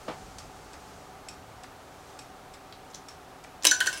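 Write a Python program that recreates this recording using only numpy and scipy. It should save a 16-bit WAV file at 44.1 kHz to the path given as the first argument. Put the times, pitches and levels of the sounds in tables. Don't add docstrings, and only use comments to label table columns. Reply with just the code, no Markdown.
import sys
import numpy as np
from scipy import signal
from scipy.fft import rfft, irfft, next_fast_len
from scipy.io import wavfile
from scipy.ndimage import map_coordinates

SR = 44100
rng = np.random.default_rng(int(sys.argv[2]) if len(sys.argv) > 2 else 0)


def log_audio(samples):
    frames = np.atleast_2d(samples).T
    limited = np.clip(frames, -1, 1)
    pcm = np.round(limited * 32767).astype(np.int16)
    wavfile.write(sys.argv[1], SR, pcm)


N = 176400
SCENE_TIME = np.arange(N) / SR
HIT_TIME = np.arange(SR // 2) / SR


def amp(db):
    return 10 ** (np.asarray(db) / 20)


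def unit(x):
    return x / np.sqrt(np.mean(x ** 2) + 1e-20)


def along(points, hz):
    pitches, values = np.transpose(points)
    return np.interp(np.log(hz + 1), np.log(pitches + 1), values)


def fade(fade_s, t=HIT_TIME):
    return np.exp(-np.log(1000) * t / fade_s)


def rise(rise_s):
    return 1 - np.exp(-(HIT_TIME / rise_s) ** 2)


def noise(colour, size):
    gains = amp(along(colour, np.fft.rfftfreq(size, 1 / SR)))
    return unit(irfft(rfft(rng.standard_normal(size)) * gains, size))


def wobble(rate, size=len(HIT_TIME)):
    return map_coordinates(rng.standard_normal(int(size * rate / SR) + 4), [np.arange(size) * rate / SR])


def ring(tones, rise_s, rough, peak_s=0):
    flutter_db = 2.5 * rough
    out = 0
    for hz, db, fade_s in tones:
        strength = amp(db + rng.normal() + flutter_db * wobble(207))
        phase = 2 * np.pi * hz * (HIT_TIME - peak_s) + rough * wobble(153)
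        out += strength * fade(fade_s) * np.sin(phase)
    return out * rise(rise_s)


def crack(colour, rise_s, fade_s, wash_db, wash_s):
    return noise(colour, len(HIT_TIME)) * rise(rise_s) * (fade(fade_s) + amp(wash_db) * fade(wash_s))


# pitch_hz, fade_s
ECHO_FADES = [(200, 0.16), (1500, 0.27), (6000, 0.23), (10000, 0.14), (15000, 0.036)]
def add(track, start_s, sound, echo_db=-10.5):
    size = len(HIT_TIME)
    hz, t, bands = signal.stft(rng.standard_normal(size), SR, nperseg=256)
    bands *= fade(along(ECHO_FADES, hz)[:, None], t)
    tail = signal.istft(bands, SR, nperseg=256)[1][:size] * rise(0.0086)
    echo = signal.fftconvolve(sound, tail / np.linalg.norm(tail))[:size]
    part = track[round(start_s * SR):][:size]
    part += (sound + amp(echo_db) * echo)[:len(part)]


# pitch_hz, level_db
AIR_COLOUR = [(12, -40), (20, -9), (81, -4.5), (192, -6.5), (233, -12), (268, -3), (335, -10.5),
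              (386, -4.5), (456, -8), (754, -4.5), (1050, -9.5), (1210, -7), (1840, -16), (12600, -32.5),
              (15800, -35)]
# pitch_hz, level_db
HUM_TONES = [(398, -68), (739, -62.5), (761, -61), (861, -66)]
# time_s, boost_db
HUM_SWELL = [(.3, 0.5), (1.05, 3), (1.7, 0), (3.5, 0)]
# time_s, level_db
RUMBLE_LEVEL = [(0, -57), (.25, -52), (.7, -59), (1.3, -58.5), (4, -78.5)]
def room_tone():
    hum = 0
    for hz, db in HUM_TONES:
        strength = 1 + 0.35 * wobble(15, N)
        phase = 2 * np.pi * hz * SCENE_TIME + 1.22 * wobble(14, N)
        hum += amp(db) * unit(strength * np.sin(phase))
    hum *= amp(np.interp(SCENE_TIME, *np.transpose(HUM_SWELL)))
    rumble = noise([(15, -19), (50, -0.5), (150, -6.5), (600, -24), (3000, -63)], N)
    rumble *= amp(np.interp(SCENE_TIME, *np.transpose(RUMBLE_LEVEL)))
    return amp(-49.5) * noise(AIR_COLOUR, N) + hum + rumble


# time_s, level_db
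BRUSH_LEVEL = [(0, -55.5), (.13, -54), (.5, -57.5), (.95, -56.5), (1.2, -62.5), (1.9, -62.5), (2.1, -57),
               (2.35, -64), (4, -67.5)]
def clothes():
    hiss = noise([(500, 5.5), (2500, -4.5), (6500, 0), (9000, -6), (14000, -24)], N)
    return amp(np.interp(SCENE_TIME, *np.transpose(BRUSH_LEVEL))) * hiss


# pitch_hz, level_db, fade_s
KNOCK_TONES = [(216, -9, .12), (299, -1, 0.13), (495, 5, 0.13), (806, -9.5, 0.16), (1136, -4, 0.16)]
# pitch_hz, level_db
KNOCK_COLOUR = [(60, -20), (200, 2.5), (400, 2), (850, 3), (2000, -8.5), (3500, -14), (6000, -24.5),
                (14000, -46)]
def knock(start_s=0.078, level_db=-32):
    out = np.zeros(N)
    thud = crack(KNOCK_COLOUR, rise_s=0.0045, fade_s=0.13, wash_db=-7, wash_s=0.3)
    body = amp(-4.5) * ring(KNOCK_TONES, rise_s=0.0032, rough=0.56)
    add(out, start_s, amp(level_db) * (thud + body))
    return out


# pitch_hz, level_db, fade_s
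WHEEL_TONES = [(2510, -5.5, .08), (3725, -8, 0.057), (5246, -3, .05), (7650, -1, 0.051), (8000, -1, 0.049),
               (8740, -13, 0.062), (11230, -15.5, .11)]
# pitch_hz, level_db, fade_s
WHEEL_PING = [(5465, 0, 0.089)]
# pitch_hz, level_db
TOOTH_COLOUR = [(200, -22), (1200, 5), (2800, -2), (3700, 3), (4500, 3), (5500, 4.5), (8000, -1),
                (10500, -8), (15500, -25)]
# start_s, crack_db, ring_db, ping_db
TICKS = [(.384, -37.5, -50, -47), (1.2852, -38.5, -40, -43), (2.1895, -41, -43.5, -46),
         (3.085, -40, -57, -40)]
def ticks():
    out = np.zeros(N)
    for start_s, crack_db, ring_db, ping_db in TICKS:
        hit = amp(crack_db) * crack(TOOTH_COLOUR, rise_s=0.0007, fade_s=0.023, wash_db=-11, wash_s=0.24)
        wheel = amp(ring_db) * ring(WHEEL_TONES, rise_s=0.0012, rough=0.97)
        ping = amp(ping_db) * ring(WHEEL_PING, rise_s=0.0002, rough=1)
        add(out, start_s, hit + wheel + ping)
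    return out


# pitch_hz, level_db
CLACK_COLOUR = [(200, -8), (1300, 7), (2400, 7), (3100, -6), (4000, -7), (6500, -13), (9000, -20),
                (15000, -35)]
# start_s, crack_db, ring_db
TOCKS = [(0.7322, -46.5, -53), (1.634, -45, -52.5), (2.5376, -47, -48), (3.4387, -47, -52.5)]
def tocks(clack_delay_s=0.0076, clack_boost_db=2):
    out = np.zeros(N)
    for start_s, crack_db, ring_db in TOCKS:
        hit = crack(TOOTH_COLOUR, rise_s=0.00072, fade_s=0.033, wash_db=-12.5, wash_s=0.17)
        wheel = ring(WHEEL_TONES, rise_s=0.00082, rough=0.44)
        add(out, start_s, amp(crack_db) * hit + amp(ring_db) * wheel)
        clack = crack(CLACK_COLOUR, rise_s=0.00032, fade_s=0.022, wash_db=-12, wash_s=0.14)
        add(out, start_s + clack_delay_s, amp(crack_db + clack_boost_db) * clack)
    return out


# start_s, level_db, pitch_hz
NUDGES = [(2.725, -42, 4330), (2.902, -51, 6960), (2.912, -55, 7000), (2.935, -47, 4740),
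          (2.9435, -40, 7050), (2.947, -41, 6600), (2.955, -43, 6700), (3.6244, -38.5, 5540),
          (3.634, -32, 7350)]
def nudges():
    out = np.zeros(N)
    for start_s, db, hz in NUDGES:
        colour = [(hz / 4, -13), (hz / 2, -8), (hz, 0), (hz * 1.16, -9), (hz * 2, -26)]
        click = crack(colour, rise_s=0.00025, fade_s=0.025, wash_db=-15.5, wash_s=0.17)
        add(out, start_s, amp(db) * click)
    return out


# pitch_hz, level_db, fade_s
FRAME_TONES = [(307, -14.5, 0.28), (1017, -9, 0.12), (1600, -5.5, 0.13), (2199, -13, 0.15),
               (2704, -11, 0.27), (2960, -7, 0.17), (5050, -11, 0.16), (5410, -13, 0.21), (6070, -6, 0.13),
               (8500, -8, .08), (10770, -6, 0.087)]
# pitch_hz, level_db
FRAME_COLOUR = [(100, -30), (300, -1), (1500, -4), (3000, 2.5), (4300, -0.5), (8500, -1), (11500, -15),
                (15500, -13)]
# start_s, crack_db, ring_db
PIN_CLICKS = [(3.6442, -21, -43), (3.860, -27, -31), (3.9277, -32.5, -33.5), (3.936, -37, -41),
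              (3.9736, -40, -35)]
def pin_clicks():
    out = np.zeros(N)
    for start_s, crack_db, ring_db in PIN_CLICKS:
        hit = crack(FRAME_COLOUR, rise_s=0.0007, fade_s=0.018, wash_db=-11.5, wash_s=0.13)
        frame = ring(FRAME_TONES, rise_s=0.001, rough=0.31)
        add(out, start_s, amp(crack_db) * hit + amp(ring_db) * frame)
    return out


# pitch_hz, level_db
CATCH_COLOUR = [(100, -36), (200, -26), (350, -9), (1000, -1.5), (2000, -5), (3000, 6.5), (3700, 0),
                (6000, -2), (8400, 0), (10000, -6.5), (15500, -14)]
def catch(start_s, level_db=-6):
    out = np.zeros(N)
    snap = crack(CATCH_COLOUR, rise_s=0.00067, fade_s=0.013, wash_db=-15.5, wash_s=0.11)
    frame = amp(-15.5) * ring(FRAME_TONES, rise_s=0.00088, rough=0.57)
    add(out, start_s, amp(level_db) * (snap + frame))
    return out


def whirr(start_s, spin_up_s=0.29):
    speed = np.clip((SCENE_TIME - start_s) / spin_up_s, 0, 1)
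    return speed * amp(-44 + 1.8 * wobble(120, N)) * noise(FRAME_COLOUR, N)


# pitch_hz, level_db, fade_s
LEVER_TONES = [(302.6, -33, 0.48), (3905, 5, 0.033), (4800, -3, 0.033), (5270, 2.5, 0.038),
               (6060, 1.5, 0.036), (6541, -16, 0.055), (7176, -9, 0.047)]
# pitch_hz, level_db
LEVER_COLOUR = [(130, -45), (300, -20), (1200, -21), (1700, -1), (2700, 3), (4000, -1), (8000, 4.5),
                (11000, -2.5), (15500, -11)]
# start_s, crack_db, ring_db
LEVER_DROPS = [(3.6673, -10.5, -13), (3.6897, -30, -24.5)]
def lever():
    out = np.zeros(N)
    for start_s, crack_db, ring_db in LEVER_DROPS:
        hit = crack(LEVER_COLOUR, rise_s=0.0015, fade_s=0.028, wash_db=-20, wash_s=0.083)
        clink = ring(LEVER_TONES, rise_s=0.0022, rough=0.71)
        add(out, start_s, amp(crack_db) * hit + amp(ring_db) * clink)
    return out


# pitch_hz, level_db, fade_s
ARM_LOW = [(1490, -1.5, 0.16), (1480, -6, .12), (1551, 2, 0.14), (1667, -3, 0.06), (1684, -2.5, 0.11),
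           (1837, -5, 0.11)]
ARM_MIDDLE = [(3010, -5, .08), (3130, 5, 0.052), (3330, -5.5, 0.064), (4330, -1, 0.045)]
ARM_HIGH = [(4280, -2.5, 0.038), (5945, 2.5, 0.065), (6030, -1.5, 0.066), (6470, -3, .06),
            (6570, -14, 0.068), (7130, -5, 0.075), (7300, -6.5, .08)]
# pitch_hz, level_db, fade_s
PLATE_TONE = [(1014, -8.5, .16)]
# pitch_hz, level_db
ARM_COLOUR = [(120, -38), (210, -31), (310, 0.5), (750, -6.5), (1020, -10), (1250, -1.5), (2200, -4.5),
              (3200, 3), (6500, 0), (9000, -0.5), (11500, -9.5), (15500, -16)]
# start_s, crack_db, low_db, middle_db, high_db
JANGLES = [(3.7111, -20, -24, -35, -19), (3.8035, -20.5, -22, -22, -59), (3.8683, -23.5, -25.5, -33, -43)]
# start_s, high_db
REBOUNDS = [(3.7327, -31), (3.7438, -30.5), (3.872, -28)]
def springy_arm(surge_s=0.0078, surge_width_s=0.005, echo_db=-12.5):
    out = np.zeros(N)
    surge = 1 + amp(-2.5) * np.exp(-((HIT_TIME - surge_s) / surge_width_s) ** 2)
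    for start_s, crack_db, low_db, middle_db, high_db in JANGLES:
        hit = amp(crack_db) * crack(ARM_COLOUR, rise_s=0.00058, fade_s=0.025, wash_db=-13, wash_s=0.24)
        twang = amp(low_db) * surge * ring(ARM_LOW, rise_s=0.0061, rough=0.54, peak_s=surge_s)
        plate = amp(low_db) * ring(PLATE_TONE, rise_s=0.022, rough=0.3)
        middle = amp(middle_db) * ring(ARM_MIDDLE, rise_s=0.0024, rough=1)
        high = amp(high_db) * ring(ARM_HIGH, rise_s=0.00077, rough=0.8)
        add(out, start_s, hit + twang + plate + middle + high, echo_db)
    for start_s, high_db in REBOUNDS:
        add(out, start_s, amp(high_db) * ring(ARM_HIGH, rise_s=0.00077, rough=0.8), echo_db)
    return out


def scene(release_s=3.651, bass_cut_hz=277):
    clatter = pin_clicks() + catch(release_s) + whirr(release_s) + lever() + springy_arm()
    bass_cut = signal.butter(4, bass_cut_hz, "highpass", fs=SR, output="sos")
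    clatter = signal.sosfilt(bass_cut, clatter)
    return (room_tone() + clothes() + knock() + ticks() + tocks() + nudges() + clatter)[None]


def record(dry):
    top_hz, edge_hz = 15900, 400
    size = next_fast_len(N + SR // 2)
    ramp = np.clip((top_hz - np.fft.rfftfreq(size, 1 / SR)) / edge_hz + 0.5, 0, 1)
    return irfft(rfft(dry, size) * np.sin(ramp * np.pi / 2) ** 2, size)[:, :N]


dry = scene()
out = record(dry)
log_audio(out)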